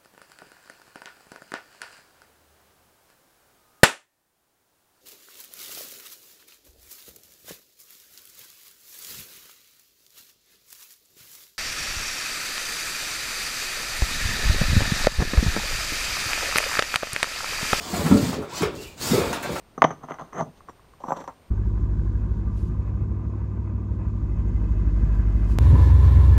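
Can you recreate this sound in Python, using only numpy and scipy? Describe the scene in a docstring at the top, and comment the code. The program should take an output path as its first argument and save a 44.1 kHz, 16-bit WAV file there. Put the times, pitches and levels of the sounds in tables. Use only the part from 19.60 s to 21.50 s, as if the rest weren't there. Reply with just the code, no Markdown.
"""Paving blocks off a pallet

Concrete paving blocks are lifted off a pallet outdoors, an arm's length from the microphone.
The first block tips, clacks twice against its neighbours, corner after corner, and is dragged clear;
light taps follow as the fingers find a grip, then a second is knocked loose and lifted.
Each knock or scrape is a force driving a dead clack, a low thud of the stack, a thin high ring and sand hiss.
The stack and a wall answer briefly, over quiet outdoor air and a faint electronic whine."""
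import sys
import numpy as np
from scipy import signal
from scipy.fft import rfft, irfft, next_fast_len
from scipy.io import wavfile

SR = 44100
rng = np.random.default_rng(int(sys.argv[2]) if len(sys.argv) > 2 else 0)


def wav_record(signal):
    """Record a signal, one row per channel, as 16-bit PCM in the file named by sys.argv[1]."""
    frames = np.transpose(np.atleast_2d(signal))
    bounded = np.clip(frames, -1, 1)
    # unit amplitude maps onto the largest positive 16-bit level
    quanta = np.round(bounded * 32767).astype(np.int16)
    wavfile.write(sys.argv[1], SR, quanta)


N = 83790  # length in samples

# Spectrum shape of the outdoor air: pitch_hz, level_db
AIR_SHAPE = [(25, -6), (60, 0), (170, -9), (450, -11.5), (800, -14.5), (1100, -16), (1500, -20.5),
             (4000, -27.5), (8000, -35.5), (11000, -42), (14500, -42), (15500, -43)]
AIR_RMS_DB = -56
# Steady tones of the electronic whine: pitch_hz, rms_level_db
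WHINE_TONES = [(8780, -77), (11719, -82), (14626, -79)]

# Decay of the answer from stack and wall: pitch_hz, time_to_fall_60_db_s
YARD_DECAY = [(150, 0.45), (600, 0.26), (2000, .22), (8000, 0.36)]
YARD_DB, YARD_DELAY_S = -17.5, 0.0091

# Light taps as the fingers find a grip: start_s, level_db
TAPS = [(1.0065, -49.5), (1.0862, -41.5), (1.195, -56.5), (1.2460, -63), (1.3365, -54)]
# Resonances of a tap: pitch_hz, width_hz, level_db
TAP_MODES = [(1085, 75.4, 0), (1207, 79, -6.5), (1756, 220, -20)]

# Clack of the first block: pitch_hz, width_hz, level_db
FIRST_CLACK = [(434, 43, -5.5), (658, 170, 2.5), (783, 61, 2), (945, 60, 1), (1065, 130, 1.5),
               (1199, 70, 2.5), (1315, 93, -2.5), (1554, 62, -6.5), (1770, 130, -6.5), (2010, 81, -4.5),
               (2890, 150, -15), (3130, 170, -8), (4730, 410, -32)]
# Duller clack of the second block: pitch_hz, width_hz, level_db
SECOND_CLACK = [(366, 127, -7.5), (534.3, 46, 4), (796, 220, -1), (991, 160, -2), (1150, 47, -1.5),
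                (1540, 320, -15.5), (1960, 350, -9.5), (3250, 1100, -26)]
# High ring of the first block: pitch_hz, width_hz, level_db
FIRST_RING = [(5890, 27, -4.5), (6275, 45, 2.5), (6370, 160, -12), (7500, 33, -23), (12510, 360, -18.5)]
# High ring of the second block: pitch_hz, width_hz, level_db
SECOND_RING = [(5680, 47, 2.5), (6156, 69, 2.5), (7550, 22, 4), (11900, 170, -4.5)]
SECOND_FROM_S = 0.95  # the hand moves on to the second block
# Thud of the stack underneath: pitch_hz, width_hz, level_db
STACK_THUD = [(156.1, 27, 0.5), (247, 20, -3.5), (296.5, 120, -6), (432, 68, -7)]
# Hiss of loose sand between the faces: pitch_hz, level_db
SAND_HISS = [(1500, -17), (3200, 11.5), (5000, 5.5), (7000, -4), (10000, -12), (13000, -19.5),
             (16000, -44.5)]
THUD_LOW_HZ, RING_TOP_HZ = 108.1, 8500
THUD_SHARE = 0.28  # the thud's upper edge over the contact's brightness

# Scrapes; thud, ring and sand are against the clack:
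# start_s, rise_s, fall_s, level_db, brightness_hz, thud_db, ring_db, sand_db
SCRAPES = [ (.195, 0.034, 0.0078, -46, 1520, 10.5, -17.5, -29.5),
           (.250, 0.022, 0.2, -39.5, 2010, 0, -15, -37), (0.401, 0.042, 0.084, -43.5, 1570, -2.5, -20, -25),
           (0.479, 0.018, 0.16, -36.5, 1760, -8, -23.5, -28),
           (0.584, 0.01, 0.26, -44.5, 1540, -5, -21, -19.5),
           (.725, 0.068, 0.073, -30, 1870, -3, -17.5, -29.5),
           (0.779, 0.032, 0.076, -27.5, 820, -4.5, -27.5, -29),
           (.855, 0.017, 0.045, -45, 680, 4, -43.5, -28), (0.922, 0.054, 0.11, -65.5, 1200, -4, -5.5, -1.5),
           (1.071, 0.025, 0.016, -42.5, 1500, -3.5, -18.5, -23),
           (1.399, 0.0038, 0.16, -45, 1140, -11.5, -20.5, -24.5),
           (1.445, 0.043, 0.2, -34.5, 1190, -19.5, -20, -28.5),
           (1.545, 0.024, 0.15, -35.5, 1300, -6.5, -18.5, -20.5),
           (1.590, 0.016, 0.067, -39, 1850, -2.5, -21, -18)]
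SCRAPE_LOW_HZ = 391.6
GRAINS_PER_S, GRAIN_SPREAD_DB = 2200, 1.5
RISE_DB, FALL_DB = 17, 36.5  # change of the stroke over rise_s and over fall_s

# Knocks; thud, ring and sand are against the clack, crumbling_s is the time to fall 20 dB:
# start_s, level_db, low_edge_hz, brightness_hz, thud_db, ring_db, sand_db, crumbling_s
KNOCKS = [ (.1780, -32, 300, 1394, -0.5, -22, -41, 0.017),
          (.2199, -10.5, 1466, 2108, -14, -33.5, -48.5, 0.0022),
          (0.2227, -18.5, 2200, 2100, -15.5, -33, -54.5, 0.0041),
          (.2266, -13, 704, 950, -20, -36, -65, 0.0029),
          (0.2406, -19, 1110, 3130, -3.5, -21.5, -49.5, 0.011),
          (.2440, -18.5, 960, 2000, -1, -28, -52, 0.0024), (.2482, -12.5, 710, 1000, -27, -36, -58, 0.0027),
          (.3060, -31.5, 604, 2200, -3.5, -18, -40, 0.024), (0.435, -39, 500, 1180, -3, -19, -34, 0.017),
          (.4860, -38.5, 850, 1770, -7.5, -26, -53, 0.0097),
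          (0.5086, -33, 810, 1930, -6, -28.5, -39, 0.0041),
          (0.519, -37.5, 800, 2490, -3, -20.5, -39, 0.0059),
          (.5420, -44, 1020, 2200, -25, -14.5, -38, 0.0088), (.5862, -41, 990, 1980, -17, -23, -44, 0.011),
          (0.5954, -35, 1020, 1450, -34.5, -32, -44, 0.025), (0.61, -36.5, 500, 1300, -7, -24.5, -32, .012),
          (0.619, -38, 500, 1270, -3, -34, -26, 0.012), (.7310, -47.5, 800, 2200, -28, -12, -26, 0.0046),
          (0.781, -58, 800, 2300, -15, -8, -21, 0.0044), (.8015, -32.5, 591, 1710, -2, -34, -31, 0.0072),
          (.8090, -27.5, 642, 1170, -17, -22.5, -52, 0.015),
          (0.8201, -38, 499, 1100, 8, -26, -34.5, 0.0092), (1.095, -46, 606, 1400, -11.5, -15, -40, .01),
          (1.4373, -30, 704, 1020, -8.5, -33.5, -44, 0.022), (1.483, -32, 710, 1220, -1.5, -27, -43, 0.018),
          (1.506, -25.5, 744, 1240, -17, -29.5, -59, .007),
          (1.5204, -21.5, 650, 1160, -11, -45, -56, 0.0025),
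          (1.5256, -27.5, 706, 1060, -30, -25.5, -43, 0.0163),
          (1.641, -43, 720, 1490, -18, -16, -20, 0.025), (1.6769, -31, 798, 1300, -12.5, -24, -27.5, 0.033)]
KNOCK_S = 0.01  # knock and tap levels are rms over this time
CRUMBLE_DB = -16.5  # grit crushed in a knock, against the blow itself
CLICK_S, CLICK_DB = 0.2203, -26  # a tiny bright click as the hardest strike overloads the microphone

FULL_SCALE, TOP_HZ = 1.0, 15700


def amp(db):
    """Decibels to gain."""
    return 10 ** (np.asarray(db) / 20)


def along(points, hz):
    """Read a curve of (Hz, value) points along a log frequency axis."""
    point_hz, values = np.transpose(points)
    return np.interp(np.log(hz + 1), np.log(point_hz + 1), values)


def filtered(x, response):
    """Multiply the spectrum of x by a response of frequency."""
    size = next_fast_len(len(x) + 4096)
    spectrum = rfft(x, size) * response(np.fft.rfftfreq(size, 1 / SR))
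    return irfft(spectrum, size)[:len(x)]


def normed(x):
    """Scale x to energy 1."""
    return x / np.sqrt(np.sum(x ** 2) + 1e-20)


def add(track, start_s, sound):
    """Mix a sound into the track at its start time."""
    part = track[round(start_s * SR):][:len(sound)]
    part += sound[:len(part)]


def resonances(modes, f):
    """Gain of a body whose resonances add in power."""
    power = 0
    for center_hz, width_hz, db in modes:
        detuning = (f * f - center_hz ** 2) / (f * width_hz + 1e-6)
        power = power + amp(2 * db) / (1 + detuning ** 2)
    return np.sqrt(power)


def softened(f, edge_hz):
    """Steep low-pass: a blunter contact gives less treble."""
    return 1 / np.sqrt(1 + (f / edge_hz) ** 8)


def contact(f, low_hz, bright_hz):
    """The band that a contact excites: a sharp corner gives more treble and less bass."""
    bass_cut = f * f / np.hypot(f * f, low_hz ** 2)
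    return softened(f, bright_hz) * bass_cut


def struck(force, gain):
    """Pass a force through a causal, sharp-fronted response with this gain; energy 1."""
    size = 8192
    log_gain = np.log(gain(np.fft.rfftfreq(size, 1 / SR)) + 1e-5)
    # Folding the cepstrum onto positive times gives minimum phase
    cepstrum = irfft(log_gain)
    cepstrum[1:size // 2] *= 2
    cepstrum[size // 2 + 1:] = 0
    response = irfft(np.exp(rfft(cepstrum)))[:size // 2]
    return normed(signal.fftconvolve(force, response)[:len(force)])


def background():
    """Quiet outdoor air as shaped noise, and a faint electronic whine of steady sines."""
    noise = rng.standard_normal(N)
    air = normed(filtered(noise, lambda f: amp(along(AIR_SHAPE, f)))) * np.sqrt(N)  # rms 1
    t = np.arange(N) / SR
    whine = sum(np.sqrt(2) * amp(db) * np.sin(2 * np.pi * hz * t) for hz, db in WHINE_TONES)
    return amp(AIR_RMS_DB) * air + whine


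def yard(x):
    """Add a short scattered answer from the stack and the wall: noise decaying at each pitch."""
    hz, t, bins = signal.stft(rng.standard_normal(SR // 3), SR, nperseg=256)
    decay = amp(-60 * t / along(YARD_DECAY, hz)[:, None])
    tail = signal.istft(bins * decay, SR, nperseg=256)[1]
    tail = np.pad(normed(tail), (round(YARD_DELAY_S * SR), 0))
    return x + amp(YARD_DB) * signal.fftconvolve(x, tail)[:len(x)]


def taps():
    """Small hollow ticks, each one a single impulse through a few resonances."""
    track = np.zeros(N)
    impulse = signal.unit_impulse(SR // 3)
    tick = struck(impulse, lambda f: resonances(TAP_MODES, f) * softened(f, edge_hz=1730))
    for start_s, db in TAPS:
        add(track, start_s, amp(db) * np.sqrt(KNOCK_S * SR) * yard(tick))
    return track


def overload_click():
    """A single full-band click, one sample long, as the hardest strike overloads the microphone."""
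    track = np.zeros(N)
    add(track, CLICK_S, amp([CLICK_DB]))
    return track


def block(force, start_s, low_hz, bright_hz, thud_db, ring_db, sand_db):
    """What a contact force sets off: clack, thud, ring and the hiss of sand."""
    if start_s < SECOND_FROM_S:
        clack_modes, ring_modes = FIRST_CLACK, FIRST_RING
    else:
        clack_modes, ring_modes = SECOND_CLACK, SECOND_RING
    thud_top_hz = THUD_SHARE * bright_hz
    clack = struck(force, lambda f: resonances(clack_modes, f) * contact(f, low_hz, bright_hz))
    thud = struck(force, lambda f: resonances(STACK_THUD, f) * contact(f, THUD_LOW_HZ, thud_top_hz))
    ring = struck(force, lambda f: resonances(ring_modes, f) * softened(f, RING_TOP_HZ))
    # Signed square: the largest grains hiss most
    sand = struck(force * np.abs(force), lambda f: amp(along(SAND_HISS, f)))
    return yard(clack + amp(thud_db) * thud + amp(ring_db) * ring + amp(sand_db) * sand)


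def scrapes():
    """Rough faces catch on grain after grain while the stroke swells and fades."""
    track = np.zeros(N)
    t = np.arange(SR // 2) / SR
    for start_s, rise_s, fall_s, db, bright_hz, thud_db, ring_db, sand_db in SCRAPES:
        swell_db = RISE_DB * (t - rise_s) / rise_s
        fade_db = FALL_DB * (rise_s - t) / fall_s
        stroke = amp(np.minimum(swell_db, fade_db))
        caught = rng.random(len(t)) < GRAINS_PER_S / SR
        direction = rng.choice([-1, 1], len(t))
        grains = caught * direction * amp(GRAIN_SPREAD_DB * rng.standard_normal(len(t)))
        sound = block(grains * stroke, start_s, SCRAPE_LOW_HZ, bright_hz, thud_db, ring_db, sand_db)
        add(track, start_s, amp(db) * np.linalg.norm(stroke) * sound)
    return track


def knocks():
    """Each knock is one blow followed by a few milliseconds of crumbling grit."""
    track = np.zeros(N)
    t = np.arange(SR // 3) / SR
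    for start_s, db, low_hz, bright_hz, thud_db, ring_db, sand_db, crumble_s in KNOCKS:
        force = amp(CRUMBLE_DB) * rng.standard_normal(len(t)) * amp(-20 * t / crumble_s)
        force[0] = 1  # the blow
        sound = block(force, start_s, low_hz, bright_hz, thud_db, ring_db, sand_db)
        add(track, start_s, amp(db) * np.sqrt(KNOCK_S * SR) * sound)
    return track


def scene():
    """Taps, scrapes and knocks over the still background, with the overload click."""
    return (background() + taps() + overload_click() + scrapes() + knocks())[None]


def record(dry):
    """The microphone track: peaks stop at full scale, then everything above the band limit is cut."""
    clipped = np.clip(dry[0], -FULL_SCALE, FULL_SCALE)
    return filtered(clipped, lambda f: f < TOP_HZ)[None]


dry = scene()
out = record(dry)
wav_record(out)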